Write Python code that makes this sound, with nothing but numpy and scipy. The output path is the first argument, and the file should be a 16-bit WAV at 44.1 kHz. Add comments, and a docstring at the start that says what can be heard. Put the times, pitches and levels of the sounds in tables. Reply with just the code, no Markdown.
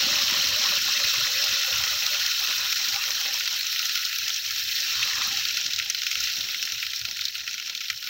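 """Steam hiss and swarms of bursting bubbles rise from liquid boiling off in a hot iron pan on a wood fire.
Hiss is patchy noise, bubbles are short noise puffs; as the pan dries, single banded spits stand out.
Below, a deeper boil is noise bands and wandering gurgle tones, strongest early and again near 5 s.
Flames flutter and flare in the bass as filtered noise, with a weak roar and a quiet air bed."""
import sys
import numpy as np
from scipy import signal
from scipy.fft import rfft, irfft, next_fast_len
from scipy.io import wavfile
from scipy.ndimage import uniform_filter1d, map_coordinates

SR = 44100
rng = np.random.default_rng(int(sys.argv[2]) if len(sys.argv) > 2 else 0)


def file_out(sig):
    """Save sig as 16-bit WAV at sys.argv[1]."""
    # one column per channel
    cols = np.atleast_2d(sig).T
    # limit, then scale
    lim = np.clip(cols, -1, 1)
    pcm = np.round(lim * 32767).astype(np.int16)
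    wavfile.write(sys.argv[1], SR, pcm)


N = 356761

# Pan levels: (time [s], sizzle [dB], fine spray [dB], rim [dB])
PAN_LEVELS = [(0, -23.5, -31.5, -44.5), (1.5, -24.5, -31.5, -42), (2, -26, -31.5, -41.5),
              (2.9, -26.5, -31.5, -44), (3.5, -28.5, -34, -49.5), (4, -29, -33, -42.5),
              (4.4, -30, -35, -58), (4.7, -28.5, -32, -62), (5, -25.5, -33.5, -40.5),
              (5.3, -26.5, -34, -48), (5.6, -29, -37, -52), (5.9, -32, -40, -78), (6.2, -29, -35, -52.5),
              (6.8, -32, -38, -58), (7.1, -34, -40.5, -77), (7.4, -35.5, -42.5, -66),
              (7.7, -35.5, -43.5, -67), (8.09, -36.5, -40, -52.5)]
# Gain of the pan and its load: (frequency [Hz], relative gain [dB])
PAN_COLOUR = [(640, -55.5), (1080, -33), (1220, -24), (1320, -11), (1410, -10.5), (1480, -10.5),
              (1550, -10.5), (1670, -6.5), (1970, -6), (2140, -9), (2240, -9), (2660, -1.5), (2830, -5),
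              (3250, -2), (3370, -7), (3560, -3.5), (4190, 0.5), (4550, -4), (4930, -5), (5400, 1),
              (5710, -1), (6140, -5), (6970, -12.5), (7780, -18.5), (9500, -45), (12400, -61),
              (20900, -120)]
# Gain of the fine spray: (frequency [Hz], relative gain [dB])
SPRAY_COLOUR = [(4710, -28.5), (8000, -15), (9220, -20.5), (11300, -17.5), (12700, -9), (14000, -3),
                (15800, -1)]
# Gain of the rim, lowest band of the hiss: (frequency [Hz], relative gain [dB])
RIM_COLOUR = [(1150, -66.5), (1260, -1.5), (1340, -1.5), (1470, 6.5), (1580, -23), (1800, -52.5)]
THIN_HZ, THIN_SHARE = 2280, 0.24  # a fully dry pan loses this share of its sizzle below THIN_HZ

# Base levels of the low sounds: (time [s], upper boil [dB], roar [dB], bubbling [dB])
LOW_LEVELS = [(0, -44.5, -50.5, -47), (.7, -43.5, -53, -48), (.83, -52, -56.5, -57), (.95, -43.5, -58, -50),
              (1.55, -44.5, -62, -49), (2.1, -46.5, -64.5, -50), (2.3, -52.5, -67, -54.5),
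              (2.95, -46.5, -64, -53), (3.35, -56, -67, -53), (3.9, -62.5, -69, -61), (4.75, -70, -71, -66),
              (5, -46, -63, -52), (5.3, -44, -55, -55), (5.5, -66, -66, -60.5), (6.3, -72, -69, -65),
              (7.1, -67, -71.5, -72), (8.09, -86, -68.5, -72)]
# Gain of the upper boil: (frequency [Hz], relative gain [dB])
UPPER_BOIL_COLOUR = [(530, -62.5), (900, -4), (934, -2), (970, 8.5), (1300, 13.5), (1690, -14),
                     (2860, -120)]
# Bubble sizes the load favours: (frequency [Hz], relative gain [dB])
LOOSE_COLOUR = [(260, -46.5), (450, -5.5), (470, -16), (510, -4), (595, -4), (621, -3.5), (710, -19),
                (795, 1.5), (891, -15), (968, 1.5), (1070, -8), (1150, 3), (1500, -26), (2530, -120)]
LOOSE_DB = -5.5  # re bubbling level
# Big and small steam pockets: (centre [Hz], width [Hz])
POCKETS = [(565, 139.7), (800, 88)]
# Big and small pockets between gurgles: level re bubbling [dB]
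POCKETS_DB = [-14.5, -12]
# Gurgles of both pocket sizes: (start [s], length [s], level [dB], pitch before wander [Hz])
GURGLES = [(0.004, 0.11, -47, 558), (0.126, 0.17, -53, 563), (0.333, 0.11, -51, 542),
           (0.46, 0.176, -50, 558), (0.72, 0.055, -46, 575), (0.948, 0.13, -51.5, 565),
           (1.134, 0.03, -49, 591), (1.189, 0.04, -51.5, 595), (1.267, 0.18, -50.5, 553),
           (1.461, 0.048, -53.5, 552), (1.546, 0.085, -53, 598), (1.681, 0.077, -50, 590),
           (1.912, 0.068, -52.5, 593), (2.017, 0.037, -56, 600), (2.104, 0.054, -48.5, 591),
           (0.009, 0.18, -54, 797), (0.615, 0.054, -54, 795), (0.853, 0.038, -53, 800),
           (1.266, 0.052, -53, 793), (1.422, 0.04, -57, 803), (1.641, 0.075, -55, 802),
           (1.802, 0.14, -58.5, 797), (2.023, 0.059, -51, 802), (2.238, 0.035, -59, 800),
           (2.407, 0.023, -48, 796), (2.8, 0.04, -56.5, 802), (2.913, 0.075, -46, 799),
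           (3.21, 0.11, -53, 801), (5.07, 0.03, -52, 796), (5.248, 0.16, -53, 808)]
SOFT_S = 0.01  # half the edge width of gurgles and flares

# Steady flutter, before sway: (time [s], level [dB])
FLAME_LEVELS = [(0.0, -61), (0.4, -65), (1.67, -70), (2.68, -63), (3.87, -70), (4.64, -65), (4.75, -65),
                (5.16, -63.5), (6.76, -71), (6.89, -63.5), (7.73, -72), (8.09, -72)]
# Flares: (start [s], length [s], level [dB])
FLARES = [(0.013, 0.075, -56), (0.098, 0.088, -54), (0.22, 0.12, -55), (0.351, 0.094, -54),
          (0.459, 0.1, -49), (0.666, 0.046, -62), (0.75, 0.15, -57), (1.032, 0.036, -49),
          (1.119, 0.044, -59), (1.173, 0.073, -49.5), (1.289, 0.04, -60), (1.345, 0.036, -57),
          (1.486, 0.052, -53), (1.724, 0.12, -48), (1.87, 0.042, -60), (1.912, 0.057, -54),
          (2.039, 0.032, -56), (2.191, 0.079, -59.5), (2.919, 0.042, -55), (3.104, 0.061, -62),
          (4.194, 0.056, -57.5), (4.637, 0.072, -58), (4.965, 0.08, -52.5), (5.133, 0.059, -55),
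          (5.22, 0.1, -56), (5.356, 0.11, -60), (5.653, 0.043, -58), (5.735, 0.092, -58),
          (6.17, 0.095, -55.5), (6.391, 0.057, -57), (6.725, 0.058, -57), (7.016, 0.047, -52),
          (7.21, 0.022, -56), (7.403, 0.036, -62), (7.903, 0.061, -58.5)]
# Gain of the flame flutter: (frequency [Hz], relative gain [dB])
FLUTTER_COLOUR = [(15, -48), (25, -37), (50, -7), (75, 6.5), (92, -0.5), (112, 7.5), (135, 1), (160, -10),
                  (210, -45), (350, -120)]
# Gain of the roar: (frequency [Hz], relative gain [dB])
ROAR_COLOUR = [(94, -23), (160, -0.5), (232, 4), (265, -1), (300, 3), (330, -4.5), (364, 3.5), (420, -9),
               (580, -22), (990, -120)]
FLAME_SWAY_DB, FLARE_ROAR_DB = 2.5, 2.5  # scale of the random sway; most a flare lifts the roar

# Gain of the quiet background: (frequency [Hz], relative gain [dB])
AIR_COLOUR = [(15, -24), (25, 8), (107, 9), (433, -7), (543, 9), (1040, 2), (1200, -38), (1560, -36),
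              (2640, -120)]
AIR_DB = -71

# Standout spits, before part offsets and life limits:
# (time [s], reference level [dB], low part [dB], high part [dB], life T60 [s])
SPITS = [(0.2094, -18, -36, -34, 0.018), (0.221, -5, -28, -24, 0.022), (0.638, -6, -26, -22, 0.019),
         (1.067, -13, -32, -33, 0.026), (1.162, -17, -24, -32, 0.02), (1.2077, -16, -21, -28, 0.016),
         (1.4406, -4, -38, -22, 0.027), (1.6097, -15, -23, -33, 0.016), (1.6312, -8, -27, -21, 0.02),
         (1.758, -13, -22, -22, 0.035), (1.8375, -15, -20, -20, 0.022), (2.0634, -7, -23, -20, 0.031),
         (2.2196, -9, -34, -30, 0.016), (2.4094, -7, -38, -32.5, 0.017), (2.5262, -10, -30, -25, 0.022),
         (2.724, -15, -28, -17, 0.014), (2.8855, -21, -36, -19, 0.02), (2.9422, -9, -24, -23, 0.022),
         (2.96, -5, -23, -26, 0.02), (3.0383, -11, -25, -23, 0.02), (3.212, -20, -26, -21, 0.012),
         (3.341, -22, -34, -19, 0.02), (3.3975, -21, -38, -20, 0.022), (3.4361, -19, -33, -24, 0.02),
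         (3.4562, -11, -31, -27, 0.016), (3.476, -8.5, -23, -21, 0.02), (3.5079, -22, -29, -33, 0.02),
         (3.5268, -16, -33, -22, 0.02), (3.5433, -14, -35, -25, 0.015), (3.6092, -7.5, -25, -27, 0.016),
         (3.668, -20, -31, -19, 0.017), (3.7269, -26, -23, -27, 0.016), (3.7606, -16, -22, -28, 0.026),
         (3.7922, -16, -22, -17, 0.018), (3.818, -14, -37, -29, 0.018), (3.8541, -11, -29, -22, 0.02),
         (3.8945, -14, -22.5, -25, 0.023), (3.9528, -21, -24.5, -22, 0.027), (3.9754, -12, -22, -22, 0.03),
         (4.0507, -9, -40, -18.5, 0.029), (4.128, -20.5, -21, -27, 0.023), (4.159, -13, -30, -21, 0.014),
         (4.1856, -15, -26, -22, 0.03), (4.2795, -12, -23, -19, 0.031), (4.3033, -9, -20.5, -28, 0.013),
         (4.3434, -19, -36, -21, 0.018), (4.363, -27, -38, -21, 0.016), (4.5076, -15, -26, -21, 0.032),
         (4.56, -15, -26, -24, 0.035), (4.5935, -17, -35, -26, 0.02), (4.803, -23, -30, -20, 0.029),
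         (5.0277, -14, -19, -22.5, 0.028), (5.1334, -19, -21, -32, 0.017), (5.1547, -17, -31, -23, 0.02),
         (5.3717, -6, -35, -26, 0.022), (5.452, -5.5, -23, -30, 0.025), (5.4854, -10, -40, -25, 0.015),
         (5.571, -9, -21, -22.5, 0.027), (5.6121, -18, -29, -19, 0.018), (5.6628, -13, -24, -19, 0.029),
         (5.7056, -11, -27, -28, 0.033), (5.734, -8, -31, -19, 0.02), (5.761, -8, -38, -24, 0.022),
         (5.7892, -6, -26.5, -20, 0.017), (5.7983, -10, -18, -32, 0.021), (5.8233, -11, -28, -32, 0.034),
         (5.899, -9, -26, -15, 0.027), (5.9244, -22, -42, -33, 0.014), (5.9465, -5, -22, -25, 0.029),
         (5.9852, -19, -35.5, -27, 0.02), (6.018, -14, -22.5, -21, 0.02), (6.0662, -17, -19.5, -24, 0.022),
         (6.113, -15, -20, -20.5, 0.03), (6.1543, -11, -18, -29, 0.016), (6.203, -19, -29, -20, 0.025),
         (6.2383, -20, -27, -20, 0.022), (6.2721, -9, -25, -34, 0.026), (6.336, -15, -33.5, -28, 0.016),
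         (6.3868, -18, -32, -24, 0.02), (6.4073, -9, -27, -28, 0.027), (6.4866, -20, -25, -27, 0.039),
         (6.545, -28, -19, -34, 0.02), (6.6264, -22, -20, -20.5, 0.022), (6.652, -13, -28, -23, 0.02),
         (6.721, -12, -26.5, -18.5, 0.028), (6.8269, -18, -21.5, -32, 0.037),
         (6.8655, -9.5, -26, -29, 0.018), (6.9184, -19, -32, -33, 0.016), (6.934, -12, -24, -28, 0.022),
         (6.9606, -19, -46, -23, 0.027), (6.993, -16.5, -44, -26, 0.023), (7.014, -9, -29, -36, 0.023),
         (7.0506, -8, -22.5, -28, 0.052), (7.0853, -21, -29, -30, 0.027), (7.1112, -13, -30, -23, 0.027),
         (7.1686, -21, -37.5, -31, 0.017), (7.2103, -6.5, -34, -27, 0.044), (7.253, -5, -38.5, -20.5, 0.03),
         (7.2825, -7.5, -45, -31, 0.028), (7.353, -13, -25, -37.5, 0.036), (7.3796, -18, -30, -28.5, 0.023),
         (7.453, -31, -48, -40, 0.01), (7.4762, -14, -21.5, -25.5, 0.039), (7.5406, -20, -26, -24, 0.039),
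         (7.5797, -27.5, -26, -31, 0.037), (7.5984, -26, -24, -28, 0.027), (7.624, -17, -30, -33, 0.028),
         (7.6705, -18.5, -33.5, -33, 0.048), (7.6958, -15, -26, -30, 0.043),
         (7.7498, -11, -29.5, -27, 0.022), (7.776, -10, -37.5, -30, 0.02), (7.8054, -17, -27, -29, 0.055),
         (7.8406, -27, -33, -37, 0.025), (7.883, -12, -31, -37, 0.02), (7.9, -14, -18.5, -21.5, 0.03),
         (7.9436, -29, -36, -38, 0.014), (7.976, -17, -46.5, -34, 0.022), (8.026, -16, -31, -31, 0.018),
         (8.0716, -25, -36, -33, 0.018), (8.0721, -10, -25, -35, 0.028)]
# Low, middle and high part of a spit, before scatter: (centre [Hz], bell sigma [octaves])
SPIT_BANDS = [(2600, 0.4), (4050, 0.19), (5500, 0.23)]
# Bright cracks: (time [s], peak [dB])
SNAPS = [(2.7901, -33), (3.024, -35), (3.7244, -33), (4.0482, -31.5), (4.2777, -29), (4.3625, -27),
         (4.803, -28), (5.7887, -28), (5.901, -17), (6.0212, -36), (6.0671, -34), (6.11, -28),
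         (6.5859, -31), (6.9152, -33), (6.9601, -30), (6.9925, -28), (7.1701, -27), (7.3517, -31),
         (7.8984, -32), (8.0237, -32)]
MIDDLE_DB, CREST_DB = -10, 4  # middle part peak re reference; low and high part peak re rms
RIM_RING_HZ, RIM_RING_DB = 1408, -16.5  # ring level re low part peak
SNAP_HZ, SNAP_T60_S = 7100, 0.0025
SPIT_SNAP_DB = -33  # snap re spit reference, before scatter
SMALL_T60_S, SMALL_LEAN_DB = 0.019, 5  # lesser spits: life; most they lean low or high
SMALL_OVER_DB, SMALL_SPREAD_DB = 5, 7.5  # lesser spits: mean over sizzle level; scatter either way

TOP_HZ = 15830


def amp(db):
    """dB to gain."""
    return 10 ** (np.asarray(db) / 20)


def unit(x):
    """Scaled to rms 1."""
    return x / np.sqrt(np.mean(x ** 2) + 1e-20)


def curves(rows):
    """One value per sample for each column after the time."""
    s, *cols = np.transpose(rows)
    return [np.interp(np.arange(N) / SR, s, c) for c in cols]


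def wobble(rate_hz):
    """Smooth random curve with rate_hz knots a second."""
    knots = rng.standard_normal(int(N * rate_hz / SR) + 4)
    return map_coordinates(knots, [np.arange(N) * rate_hz / SR])


def coloured(x, points):
    """Causal minimum-phase filter through (Hz, dB) points on a log-frequency axis."""
    m = 2 * next_fast_len(N // 2 + 4096)
    f, db = np.transpose(points)
    hz = np.fft.rfftfreq(m, 1 / SR)
    gain = amp(np.interp(np.log(hz + 1), np.log(f + 1), db))
    # folding the cepstrum gives minimum phase
    cep = irfft(np.log(gain + 1e-6), m)
    cep[1:m // 2] *= 2
    cep[m // 2 + 1:] = 0
    return irfft(rfft(x, m) * np.exp(rfft(cep)), m)[:N]


def rush(patchy_db):
    """White noise with patches of random gain in time and frequency."""
    z = signal.stft(rng.standard_normal(N), nperseg=256)[2]
    field = uniform_filter1d(rng.standard_normal(z.shape), size=5, axis=0)
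    field = uniform_filter1d(field, size=6, axis=1)
    return signal.istft(z * amp(patchy_db * unit(field)), nperseg=256)[1][:N]


def bursts(s, peak_db, centre_hz, t60_s, octaves, rise_s):
    """Noise puffs with a bell spectrum, quick rise and exponential decay, cut at 1024 samples."""
    t = np.arange(1024) / SR
    hz = np.fft.rfftfreq(len(t), 1 / SR) + 1
    bell = np.exp(-.5 * (np.log2(hz / centre_hz[:, None]) / octaves) ** 2)
    puff = irfft(rfft(rng.standard_normal((len(s), len(t)))) * bell, len(t))
    puff *= amp(-60 * t / t60_s[:, None]) * (1 - np.exp(-t / rise_s))
    puff *= (amp(peak_db) / np.abs(puff).max(axis=1))[:, None]
    at = np.round(s * SR).astype(int)[:, None] + np.arange(len(t))
    return np.bincount(at.ravel(), puff.ravel(), N + SR)[:N]


def swarm(count, spread_db, centre_hz, octaves, t60_s):
    """Bubbles burst at random moments; few are large, and each has its own pitch and life."""
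    when, size = rng.random(size=(2, count))
    pitch, life = rng.standard_normal(size=(2, count))
    db = -spread_db * np.log(size + .02)
    lives_s = t60_s * 2 ** (.4 * life)
    return bursts(when * N / SR, db, centre_hz * 2 ** (.6 * pitch), lives_s, octaves, rise_s=0.00072)


def swells(rows):
    """Summed power of soft-edged swells (start s, length s, level dB)."""
    power = np.zeros(N)
    for s, length, db in rows:
        power[round(s * SR):round((s + length) * SR)] += amp(db) ** 2
    edge = np.hanning(round(2 * SOFT_S * SR))
    return np.abs(signal.fftconvolve(power, edge / edge.sum(), "same"))


def sizzle():
    """Steam hiss and bubbles share the pan's colour; spray and rim swell with pan loudness."""
    body_db, spray_db, rim_db = curves(PAN_LEVELS)
    # a quieter pan is drier: less sheet of steam, more sputter
    dryness = np.clip((-25 - body_db) / 12, 0, 1)
    surge_db = (0.48 + 1.3 * dryness) * (0.53 * wobble(24) + 0.49 * wobble(50))

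    hiss = unit(coloured(rush(patchy_db=1.5), PAN_COLOUR))
    wide = swarm(count=1800, spread_db=0.5, centre_hz=3580, octaves=0.46, t60_s=0.024)
    narrow = swarm(count=1500, spread_db=0.5, centre_hz=4150, octaves=0.095, t60_s=0.29)
    splashes = unit(coloured(wide, PAN_COLOUR))
    pings = unit(coloured(narrow, PAN_COLOUR))
    mix = (1 - 0.23 * dryness) * hiss + (0.72 + 0.13 * dryness) * splashes + .65 * pings
    body = amp(surge_db) * mix / 1.34

    below = 1 / (1 + (np.fft.rfftfreq(N, 1 / SR) / THIN_HZ) ** 6)
    body = body - THIN_SHARE * dryness * irfft(rfft(body) * below, N)

    pan = amp(body_db) * body + spits(body_db, dryness)
    swell = np.sqrt(np.abs(uniform_filter1d(pan ** 2, size=130))) / amp(body_db)
    ticks = swarm(count=700, spread_db=4.5, centre_hz=12000, octaves=1.0, t60_s=0.011)
    mist = unit(swell ** 0.7 * rush(patchy_db=2.0))
    spray = unit(coloured(mist + 0.36 * unit(ticks), SPRAY_COLOUR))
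    rim = unit(coloured(swell ** 1.1 * rush(patchy_db=2.5), RIM_COLOUR))
    return pan + amp(spray_db) * spray + amp(rim_db) * rim


def deep_boil(low_sway_db):
    """Steam pockets gurgle in two wandering bands, among upper boil noise and loose bubbles."""
    sway_db = 0.75 * low_sway_db + 2.4 * wobble(10)
    upper_db, _, bubbling_db = np.array(curves(LOW_LEVELS)) + sway_db
    lumps = amp(2.5 * wobble(25))
    upper = unit(coloured(lumps * rush(patchy_db=3.5), UPPER_BOIL_COLOUR))
    boil = amp(upper_db + 0.8 * wobble(20)) * upper
    bubbles = swarm(count=900, spread_db=4.5, centre_hz=696, octaves=0.16, t60_s=0.056)
    boil += amp(bubbling_db + LOOSE_DB) * unit(coloured(bubbles, LOOSE_COLOUR))
    for under_db, (hz, width_hz) in zip(POCKETS_DB, POCKETS):
        boil += pockets(hz, width_hz, bubbling_db + under_db, lumps)
    return boil


def pockets(hz, width_hz, level_db, lumps):
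    """One pocket size: a lumpy noise band, plus gurgles whose pitch shifts as pockets swell and empty."""
    rows = np.array([row for row in GURGLES if abs(row[3] - hz) < 110])
    band = signal.butter(3, [hz - width_hz / 2, hz + width_hz / 2], "band", fs=SR, output="sos")
    blur = unit(signal.sosfilt(band, rng.standard_normal(N)))
    middle_s = rows[:, 0] + rows[:, 1] / 2
    pitch_hz = np.interp(np.arange(N) / SR, middle_s, rows[:, 3]) + .3 * width_hz * wobble(13)
    tone = unit((1.05 + wobble(35)) * np.sin(2 * np.pi * np.cumsum(pitch_hz) / SR))
    between = amp(level_db + 2.2 * wobble(10)) * unit(lumps ** 1.8 * blur)
    return between + np.sqrt(swells(rows[:, :3])) * unit(0.96 * blur + tone)


def fire(low_sway_db):
    """Flames flutter as bass noise and flare now and then, with a weaker roar above."""
    roar_db = curves(LOW_LEVELS)[1]
    steady = amp(curves(FLAME_LEVELS)[0] + FLAME_SWAY_DB * wobble(14)) ** 2
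    flares = swells(FLARES)
    flutter = unit(coloured(rng.standard_normal(N), FLUTTER_COLOUR))
    # the beating of the noise is partly evened out
    even = unit(flutter / (uniform_filter1d(flutter ** 2, size=1500) + .1) ** 0.44)
    roar = unit(coloured(amp(low_sway_db) * rush(patchy_db=5.0), ROAR_COLOUR))
    lift_db = FLARE_ROAR_DB * flares / (flares + steady)
    return np.sqrt(steady + flares) * even + amp(roar_db + lift_db) * roar


def background_air(low_sway_db):
    """Quiet low noise swaying with the shared low gain."""
    noise = unit(coloured(rng.standard_normal(N), AIR_COLOUR))
    return amp(AIR_DB + 1.9 * low_sway_db) * noise


def lesser_spits(body_db, dryness):
    """Random small spits in the columns of SPITS, more of them as the pan dries."""
    when, keep, size, tilt = rng.random(size=(110, 4)).T
    at = (when * N).astype(int)
    db = body_db[at] + SMALL_OVER_DB + SMALL_SPREAD_DB * (2 * size - 1)
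    lean_db = SMALL_LEAN_DB * (2 * tilt - 1)
    low_db, high_db = db - CREST_DB - lean_db, db - CREST_DB + lean_db
    rows = np.array([at / SR, db, low_db, high_db, 0 * at + SMALL_T60_S])
    return rows[:, keep < 1.3 * dryness[at]]


def spits(body_db, dryness):
    """Single bubbles burst as puffs in three bands with a rim ring and a bright snap."""
    rows = np.hstack([np.transpose(SPITS), lesser_spits(body_db, dryness)])
    s, db, low_db, high_db, t60_s = rows
    t60_s, alike = np.clip(t60_s, .005, .06), np.ones(len(s))
    stray = rng.standard_normal(size=(len(s), 4)).T
    parts_db = low_db + CREST_DB, db + MIDDLE_DB, high_db + CREST_DB
    puffs = np.zeros(N)
    for part_db, off, (hz, octaves) in zip(parts_db, stray, SPIT_BANDS):
        puffs += bursts(s, part_db, hz * 2 ** (0.041 * off), t60_s, octaves, rise_s=0.00024)
    # the rim answers the low part
    ring_db = parts_db[0] + RIM_RING_DB
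    puffs += bursts(s, ring_db, RIM_RING_HZ * alike, 1.7 * t60_s, octaves=0.075, rise_s=0.0013)

    own_snaps = [s + 0.00063, db + SPIT_SNAP_DB + 4 * stray[3]]
    snap_s, snap_db = np.hstack([np.transpose(SNAPS), own_snaps])
    alike = np.ones(len(snap_s))
    snaps = bursts(snap_s, snap_db, SNAP_HZ * alike, SNAP_T60_S * alike, octaves=0.32, rise_s=.0001)
    band = signal.butter(3, [1250, 7200], "band", fs=SR, output="sos")
    return signal.sosfilt(band, puffs) + snaps


def scene():
    """One microphone feeds both channels; one shared slow gain sways deep boil, roar and air together."""
    low_sway_db = 2.7 * wobble(7.4) + 1.6 * wobble(22)
    mono = sizzle() + deep_boil(low_sway_db) + fire(low_sway_db) + background_air(low_sway_db)
    return np.tile(mono, (2, 1))


def record(dry):
    """The recorder keeps nothing above its band limit."""
    m = next_fast_len(N + 4096)
    keep = np.fft.rfftfreq(m, 1 / SR) < TOP_HZ
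    return irfft(rfft(dry, m) * keep, m)[:, :N]


dry = scene()
out = record(dry)
file_out(out)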